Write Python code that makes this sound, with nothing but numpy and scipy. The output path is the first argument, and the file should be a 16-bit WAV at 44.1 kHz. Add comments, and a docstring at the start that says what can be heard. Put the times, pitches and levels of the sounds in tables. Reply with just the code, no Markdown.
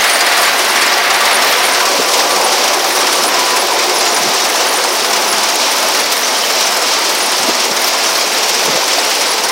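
"""A rough roar of soil and clods over the rod web of a potato harvester, with rods knocking 18 times a second.
The soil layers are flickering coloured noise; the steel frame is noise through narrow resonances. Each rod slaps
the sprocket with a noise rattle and a short clank; dry links squeak as brief rising tones, small parts clatter as
short rings, and now and then a low thump comes through. Heard from the tractor platform by a small mono
microphone that overloads on the peaks."""
import sys
import numpy as np
from scipy import signal
from scipy.fft import rfft, irfft, next_fast_len
from scipy.io import wavfile
from scipy.ndimage import uniform_filter1d

SR = 44100
rng = np.random.default_rng(int(sys.argv[2]) if len(sys.argv) > 2 else 0)


def unload_wav(signal):
    """Save mono or channel-first audio to the path in sys.argv[1] as 16-bit WAV at rate SR, clipped to [-1, 1]."""
    wavfile.write(
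        sys.argv[1],
        SR,
        np.round(np.clip(np.atleast_2d(signal).T, -1, 1) * 32767).astype(np.int16),
    )


N = 419391

# progress of the rods past the sprocket: time_s [s], rods_passed [count so far]
ROD_PROGRESS = [(0, .25), (3.5, 63.88), (5.5, 100.13), (6, 109.0), (7.5, 136.32), (8.3, 150.66),
                (9.5, 172.25)]
# spectrum of fine grit, and of the thin ticks of the rods: freq_hz [Hz], level_db [dB]
GRIT_SPECTRUM = [(6500, -39), (8500, 5.5), (11000, 1.5), (13000, -9.5), (15700, -6)]


def undb(db):
    """Decibels to gain."""
    return 10 ** (np.asarray(db) / 20)


def unit(x):
    """Scaled to rms 1."""
    return x / np.sqrt(np.mean(x ** 2))


def colour(x, points):
    """Shapes x with a spectrum of (Hz, dB) points, joined straight on a log frequency axis."""
    size = next_fast_len(N)
    hz, db = np.transpose(points)
    log_hz = np.log(np.maximum(np.arange(size // 2 + 1) * SR / size, 1))
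    gain = undb(np.interp(log_hz, np.log(hz), db, left=-80))
    return irfft(rfft(x, size) * gain, size)[:N]


def coloured_noise(points):
    """White noise shaped by a spectrum, rms 1."""
    return unit(colour(rng.standard_normal(N), points))


def walk(rate):
    """Random levels joined smoothly, rate new ones a second; spread near 1."""
    step = int(SR / rate)
    levels = rng.standard_normal(N // step + 2)
    joined = np.interp(np.arange(N) / step, np.arange(N // step + 2), levels)
    return 1.6 * uniform_filter1d(joined, step)


def stream(points, flicker_db, rate):
    """Dense falling soil: coloured noise whose level flickers."""
    return undb(flicker_db * walk(rate)) * coloured_noise(points)


def ring(x, hz, width_hz):
    """x through one resonance, rms 1."""
    return unit(signal.lfilter(*signal.iirpeak(hz, hz / width_hz, SR), x))


def bursts(s, db, t60, rise_s):
    """Envelope that rises quickly at each time and dies away."""
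    hits = np.zeros(N)
    at = np.clip((np.asarray(s) * SR).astype(int), 0, N - 1)
    np.add.at(hits, at, undb(db))
    t = np.arange(int(.15 * SR)) / SR
    shape = (1 - np.exp(-t / rise_s)) * np.exp(-np.log(1000) * t / t60)
    return signal.fftconvolve(hits, shape)[:N]


def add(out, s, hz, db, half_s, glide):
    """Adds a bell-shaped blip of tone centred on s; positive glide rises, negative falls."""
    t = np.arange(-int(half_s * SR), int(half_s * SR)) / SR
    at = int(s * SR) - len(t) // 2
    if at >= 0 and at + len(t) <= N:
        tone = np.sin(2 * np.pi * hz * t * (1 + glide * t / half_s))
        out[at:at + len(t)] += undb(db) * np.hanning(len(t)) * tone


def grains(s, hz, db, t60, rough, size=600):
    """Short rings, each with its own pitch and decay, faded out by size samples; rough blurs them to a scrape."""
    t = np.arange(size) / SR
    hz, db, t60 = (np.asarray(v)[:, None] for v in (hz, db, t60))
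    wander = rough * np.cumsum(rng.standard_normal((len(s), len(t))), axis=1)
    attack = 1 - np.exp(-t * hz / 2.3)
    decay = np.exp(-np.log(1000) * t / t60) * (1 - t / t[-1])
    tone = np.sin(2 * np.pi * hz * t + wander) * attack * decay
    at = (np.asarray(s)[:, None] * SR).astype(int) + np.arange(len(t))
    return np.bincount(at.ravel(), (undb(db) * tone).ravel(), N + 2 * len(t))[:N]


def scattered(count, *ranges):
    """Random rows: a time, then one value from each range."""
    lo, hi = np.transpose([(0, N / SR), *ranges])
    return lo + (hi - lo) * rng.random((count, len(lo)))


def rod_times(jitter_s):
    """When each rod passes the sprocket, slightly uneven."""
    s, count = np.transpose(ROD_PROGRESS)
    even_s = np.interp(np.arange(1, int(count[-1]) + 1), count, s)
    return even_s + jitter_s * rng.standard_normal(len(even_s))


def clod_tumble(body):
    """Clods tumbling on the web: mid-range noise, stirred by the slaps, receding as the microphone turns away."""
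    # freq_hz [Hz], level_db [dB]
    tumble_spectrum = [(350, -4), (550, -17), (680, 1.5), (1000, 5), (1250, 3.5), (1600, -2.5),
                       (2500, -23.5)]
    start_db, fade_db_per_s = -17.5, 0.33  # before the stirring
    level = undb(start_db - fade_db_per_s * np.arange(N) / SR)
    return level * (.75 + 0.95 * body) * stream(tumble_spectrum, 0.58, 13)


def soil_rush(body):
    """Soil rushing over the rods: brighter noise, stirred by the slaps, that drops abruptly and slowly fades."""
    # freq_hz [Hz], level_db [dB]
    rush_spectrum = [(700, -27), (1100, -4), (1500, -1), (2000, 2), (2600, -3.5), (3200, -5.5), (4500, -7),
                     (6000, -25)]
    start_db, drop_db, fade_db_per_s = -14.5, 6.5, 0.16  # before the stirring
    t = np.arange(N) / SR
    dropped = np.interp(t, (1.81, 1.84), (0, 1))  # s
    level = undb(start_db - drop_db * dropped - fade_db_per_s * t)
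    return level * (0.93 + 0.84 * body) * stream(rush_spectrum, 0.79, 14)


def web_hiss():
    """Hiss of the rod web: flickering treble noise that comes up early on."""
    # freq_hz [Hz], level_db [dB]
    hiss_spectrum = [(1500, -45), (2200, -2), (3700, -2), (4600, -0.5), (5600, 1.5), (6500, -4.5),
                     (7700, -10), (9500, -17), (12000, -36)]
    full_db, rise_db = -17.5, 2.5
    still_to_rise = np.interp(np.arange(N) / SR, (1.2, 1.5), (1, 0))  # s
    return undb(full_db - rise_db * still_to_rise) * stream(hiss_spectrum, 1.0, 16)


def frame(shake):
    """Panel rings, shaken by the load and harder at each knock; each comes and goes."""
    # rings of the panels: pitch_hz [Hz], width_hz [Hz], level_db [dB],
    # drift_db_per_s [dB per s, about mid-scene, as the microphone turns]
    panel_rings = [(209, 14, -46, 0.4), (246.5, 4.6, -45, 1), (296, 12, -42.5, 0.3),
                   (369, 19.5, -32.5, 0.2), (435, 16, -33.5, 0), (505, 49, -30.5, 0.15),
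                   (573, 28, -32, -0.66), (659, 12.4, -31, 0.87), (704.4, 20, -28.5, -.5),
                   (785, 15, -30.5, -0.7), (861, 34, -31, 0), (887.6, 9.9, -31.5, 0), (999, 25, -28.5, -.3),
                   (1155, 9.1, -36, -2.3)]
    # how strongly the panels reach the turning microphone: time_s [s], level_db [dB]
    panel_facing = [(.5, -2), (1.3, 0), (2.2, 1), (3.2, 1), (4.5, -1.5), (6.5, -2.5), (8, -1)]
    out, t = 0, np.arange(N) / SR
    facing_db = np.interp(t, *np.transpose(panel_facing))
    for hz, width_hz, db, drift_db_per_s in panel_rings:
        drift_db = drift_db_per_s * (t - t[-1] / 2)
        swell = undb(db + facing_db + drift_db + 2.14 * walk(2.97))
        load = (1 + 0.65 * shake) * rng.standard_normal(N)
        out = out + swell * ring(load, hz, width_hz)
    return out


def slaps():
    """Rods slapping the sprocket: rows of time, strike level, brightness and pitch."""
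    # hard or bright slaps at set times: time_s [s], strike_db [dB], brightness_db [dB], pitch_hz [Hz]
    set_slaps = [(0.0385, -5.5, 9, 5070), (0.2045, -3.5, -2, 4920), (0.264, -4.5, 0, 5100),
                 (0.3739, -6, 4.5, 4860), (0.4295, -5.5, -1.5, 4930), (0.817, -4, 0, 4570),
                 (1.101, -4.5, -1, 4880), (1.2043, -9, 7, 4930), (1.2525, -4.5, 2, 4730),
                 (1.4191, -5, 2, 5080), (1.852, -4.5, 3, 5600), (2.0829, -4.5, 3, 5620),
                 (2.135, -1.5, 1, 5080), (2.191, -4.5, -2, 4750), (2.521, -5, .5, 4760),
                 (2.676, -6, 0, 6060), (2.731, -6, 4.5, 5470), (2.9578, -5, 6, 5950),
                 (3.1247, -5.5, 8, 5700), (3.2346, -4.5, 6, 5220), (3.5618, -4.5, 6, 5340),
                 (3.9562, -5, 0, 5100), (4.0059, -5, .5, 4880), (4.836, -5, -5.5, 4260),
                 (5.0427, -5.5, 1.5, 5140), (5.129, -2.5, -1, 5400), (5.3235, -5.5, 1, 5430),
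                 (6.119, -5, 9, 4920), (6.6055, -5.5, 1, 5630), (6.764, -6, 1, 5530), (7.428, -6, -6, 5190),
                 (8.428, -4.5, 2, 5630), (8.4902, -4.5, 6, 5500), (9.435, -5.5, 5, 5700)]
    placed = np.transpose(set_slaps)
    rod_s = rod_times(jitter_s=.005)
    chance = rng.standard_normal((3, len(rod_s)))
    rod_db = np.minimum(-9 + 2.5 * chance[0], -6.5)  # capped
    rod_hz = 5196 + 500 * chance[2]
    regular = np.array([rod_s, rod_db, 2.0 * chance[1], rod_hz])
    apart = np.abs(rod_s[:, None] - placed[0]).min(axis=1) > .02  # s, a set slap replaces a regular one
    return np.c_[placed, regular[:, apart]]


def beat(s, db, bright_db):
    """Envelopes of the slaps: a longer body and a shorter bright edge."""
    body = bursts(s, db, t60=.1, rise_s=.002)
    edge = bursts(s, db + bright_db, t60=0.055, rise_s=0.0037)
    return body, edge


def knocks(body, edge, s, db, hz):
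    """Each slap is a short rattle and a clank at the pitch of its rod."""
    # rattle: freq_hz [Hz], level_db [dB]
    rattle_spectrum = [(500, -28), (1200, -2.5), (2500, -0.5), (4000, 0.5), (5500, 3), (7000, 0),
                       (9000, -6.5), (11000, -32)]
    # bright edge: freq_hz [Hz], level_db [dB]
    edge_spectrum = [(5000, -42), (7000, -15), (9500, -4.5), (12000, -8.5), (15500, -10.5)]
    rattle = undb(-6) * body * coloured_noise(rattle_spectrum)
    snap = undb(-12) * edge * coloured_noise(edge_spectrum)
    clank = grains(s + .002, hz, db - 9.5, 0.36 + 0 * s, rough=.15, size=1200)
    return rattle + snap + clank


def clods():
    """Big clods drop on the web and the bars ring dully."""
    # clods at set times: time_s [s], blow_db [dB], pitch_hz [Hz]
    set_clods = [(0.156, -2, 603), (1.276, -1, 900), (1.389, -2, 970), (1.81, -2, 985), (2.099, -10, 1070),
                 (2.461, 0.5, 780), (3.049, -5.5, 765), (3.318, -6, 450), (3.351, -3, 695),
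                 (3.626, -9, 776), (4.608, -1, 730), (6.659, -11, 1000), (6.913, -5.5, 890),
                 (7.311, -9, 660), (7.481, -5, 665), (8.772, -6.5, 635), (8.825, -6, 977), (8.981, -1, 706)]
    chance_clods = scattered(28, (-6, -8), (620, 1132))  # dB, Hz
    s, db, hz = np.r_[set_clods, chance_clods].T
    return grains(s, hz, db, 0.05 + 0 * s, rough=0.019, size=2000)


def clatter(shake, count=7000, spread_db=3.0):
    """Stones, bolts and rods of all sizes tick at random, more often on a knock and in waves."""
    # loose parts by size: pitch_hz [Hz], light_blow_db [dB]
    part_levels = [(700, -36.5), (1500, -19.5), (2500, -20), (4000, -20.5), (5500, -14), (7000, -25),
                   (9500, -22.5), (12000, -31), (15400, -35)]
    hz, db = np.transpose(part_levels)
    odds = np.cumsum((1 + 6.0 * shake) * undb(2.5 * walk(6)))
    when, size, blow, damping = rng.random((count, 4)).T
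    s = np.searchsorted(odds, when * odds[-1]) / SR
    pitch = hz[0] * (hz[-1] / hz[0]) ** size
    light_db = np.interp(np.log(pitch), np.log(hz), db)
    blow_db = light_db - spread_db * np.log(blow + 0.0076)  # a few land much harder
    return grains(s, pitch, blow_db, 0.0079 + .025 * damping, rough=0.081)


def squeaks():
    """Brief rising whistles of dry steel, unsteady in strength, the loud ones among fainter fragments."""
    # the loudest: time_s [s], pitch_hz [Hz], level_db [dB before the unsteadiness]
    loud_squeaks = [(0.136, 9070, -13.5), (0.214, 4800, -14), (0.42, 11940, -21), (0.472, 7120, -21),
                    (0.709, 10220, -20), (0.809, 9650, -19), (1.137, 9760, -20), (1.335, 10800, -18),
                    (1.355, 9350, -15), (1.65, 10040, -16), (1.736, 9100, -18.5), (2.454, 9600, -16),
                    (3.154, 8770, -19), (3.266, 9240, -18), (3.28, 10000, -18.5), (3.603, 10500, -18),
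                    (3.988, 10100, -18), (4.089, 6820, -17.5), (4.149, 9650, -19), (4.693, 9620, -20),
                    (4.759, 8730, -20), (4.768, 9550, -16), (5.291, 10910, -17), (5.319, 10680, -17),
                    (5.717, 9370, -20), (6.007, 10140, -22), (6.25, 6090, -17), (6.38, 8960, -21),
                    (7.234, 9800, -19.5), (7.551, 5420, -23), (8.656, 5900, -16), (8.848, 6090, -20),
                    (9.31, 10600, -19)]
    out = np.zeros(N)
    s, hz, db = np.transpose(loud_squeaks + loud_squeaks)  # two fragments each
    chance = rng.standard_normal((3, len(s)))
    near_s = s + .025 * chance[0]
    near_hz = hz * (1 + 0.041 * chance[1])
    fragments = np.c_[near_s, near_hz, db - 7.5 + 2 * chance[2]]
    faint = scattered(30, (8950, 11960), (-33, -26.5))  # Hz, dB
    for s, hz, db in np.r_[loud_squeaks, fragments, faint]:
        add(out, s, hz, db, 134 / hz, .006)  # about 134 cycles at half height
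    return out * (1 + 0.5 * walk(600))


def rod_ticks():
    """A thin tick of bright noise, uneven in strength, as each rod seats on its tooth."""
    s = rod_times(jitter_s=.004)
    db = -13 + 3.3 * rng.standard_normal(len(s))
    return bursts(s, db, t60=0.017, rise_s=.0015) * coloured_noise(GRIT_SPECTRUM)


def grit(count=900):
    """Fine grit pours in gusts, slowly fading; single pebbles tick on the bars."""
    # the finest dust, more fitful: freq_hz [Hz], level_db [dB]
    dust_spectrum = [(9500, -30), (11500, -2), (13500, 1), (15700, -5)]
    start_db, fade_db_per_s = -28.5, 0.34  # before the pebbles
    when, blow = rng.random((count, 2)).T
    pebbles = bursts(when * N / SR, -4 - 3.9 * np.log(blow + .01), t60=0.025, rise_s=.002)
    pour = stream(GRIT_SPECTRUM, 2.7, 14) + undb(-5.5) * stream(dust_spectrum, 3.7, 25)
    level = undb(start_db - fade_db_per_s * np.arange(N) / SR)
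    return level * (0.5 + pebbles) * pour


def thumps():
    """A dull push of about two falling cycles inside a puff of low noise."""
    # time_s [s], pitch_hz [Hz], peak_db [dB, of the push]
    low_thumps = [(1.992, 265, -15), (2.0, 418, -8), (4.213, 180, -26), (4.278, 152, -26),
                  (7.401, 189, -27), (7.489, 264, -12), (7.498, 399, -9), (7.715, 200, -23),
                  (8.655, 520, -12), (8.685, 540, -7.5), (8.699, 198, -22), (8.755, 180, -22)]
    push = np.zeros(N)
    for s, hz, db in low_thumps:
        add(push, s, hz, db, 2.0 / hz, -.15)
    s, _, db = np.transpose(low_thumps)
    swell = bursts(s - .008, db - 8.5, t60=0.11, rise_s=0.0032)
    return push + swell * ring(rng.standard_normal(N), 380.0, 450.)


def shudders():
    """Loose swells of low noise around some of the thumps, through two equal resonances."""
    # time_s [s], level_db [dB at the top of the swell]
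    low_shudders = [(4.25, -31), (7.46, -32), (8.7, -33)]
    hz, width_hz, spread_s = 220, 200, .06
    t = np.arange(N) / SR
    swell = sum(undb(db) * np.exp(-((t - s) / spread_s) ** 2) for s, db in low_shudders)
    once = ring(rng.standard_normal(N), hz, width_hz)
    return swell * ring(once, hz, width_hz)


def rumble():
    """Deep bed of moving soil: low noise at a steady level with a slight flicker."""
    # freq_hz [Hz], level_db [dB]
    rumble_spectrum = [(40, -50), (90, -56), (150, -19.5), (220, -7.5), (340, -1.5), (400, -0.5),
                       (600, 3.5), (800, -4), (1200, -18)]
    return undb(-23.5) * stream(rumble_spectrum, 0.94, 12)


def scene():
    """All parts of the machine, the same in both channels; the slaps shake the soil, frame and loose parts."""
    s, db, bright_db, hz = slaps()
    body, edge = beat(s, db, bright_db)
    soil = clod_tumble(body) + soil_rush(body) + clods() + rumble()
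    web = web_hiss() + grit() + squeaks()
    rods = knocks(body, edge, s, db, hz) + rod_ticks()
    steel = frame(body) + clatter(body)
    return np.tile(soil + web + rods + steel + thumps() + shudders(), (2, 1))


def record(dry):
    """A slightly lopsided input stage flattens the peaks; the bottom rolls off and the top is cut."""
    ceiling, knee = .7, 7  # full-scale fraction; higher knee bends more sharply
    x = dry[0] + 0.018 * (dry[0] ** 2 - np.mean(dry[0] ** 2))
    x = x / (1 + np.abs(x / ceiling) ** knee) ** (1 / knee)
    bottom = signal.sosfiltfilt(signal.butter(2, 110., fs=SR, output="sos"), x)
    x = x - 0.3 * bottom
    top_cut = signal.ellip(8, .1, 50, 15750, fs=SR, output="sos")  # Hz
    return np.tile(signal.sosfiltfilt(top_cut, x), (2, 1))


dry = scene()
out = record(dry)
unload_wav(out)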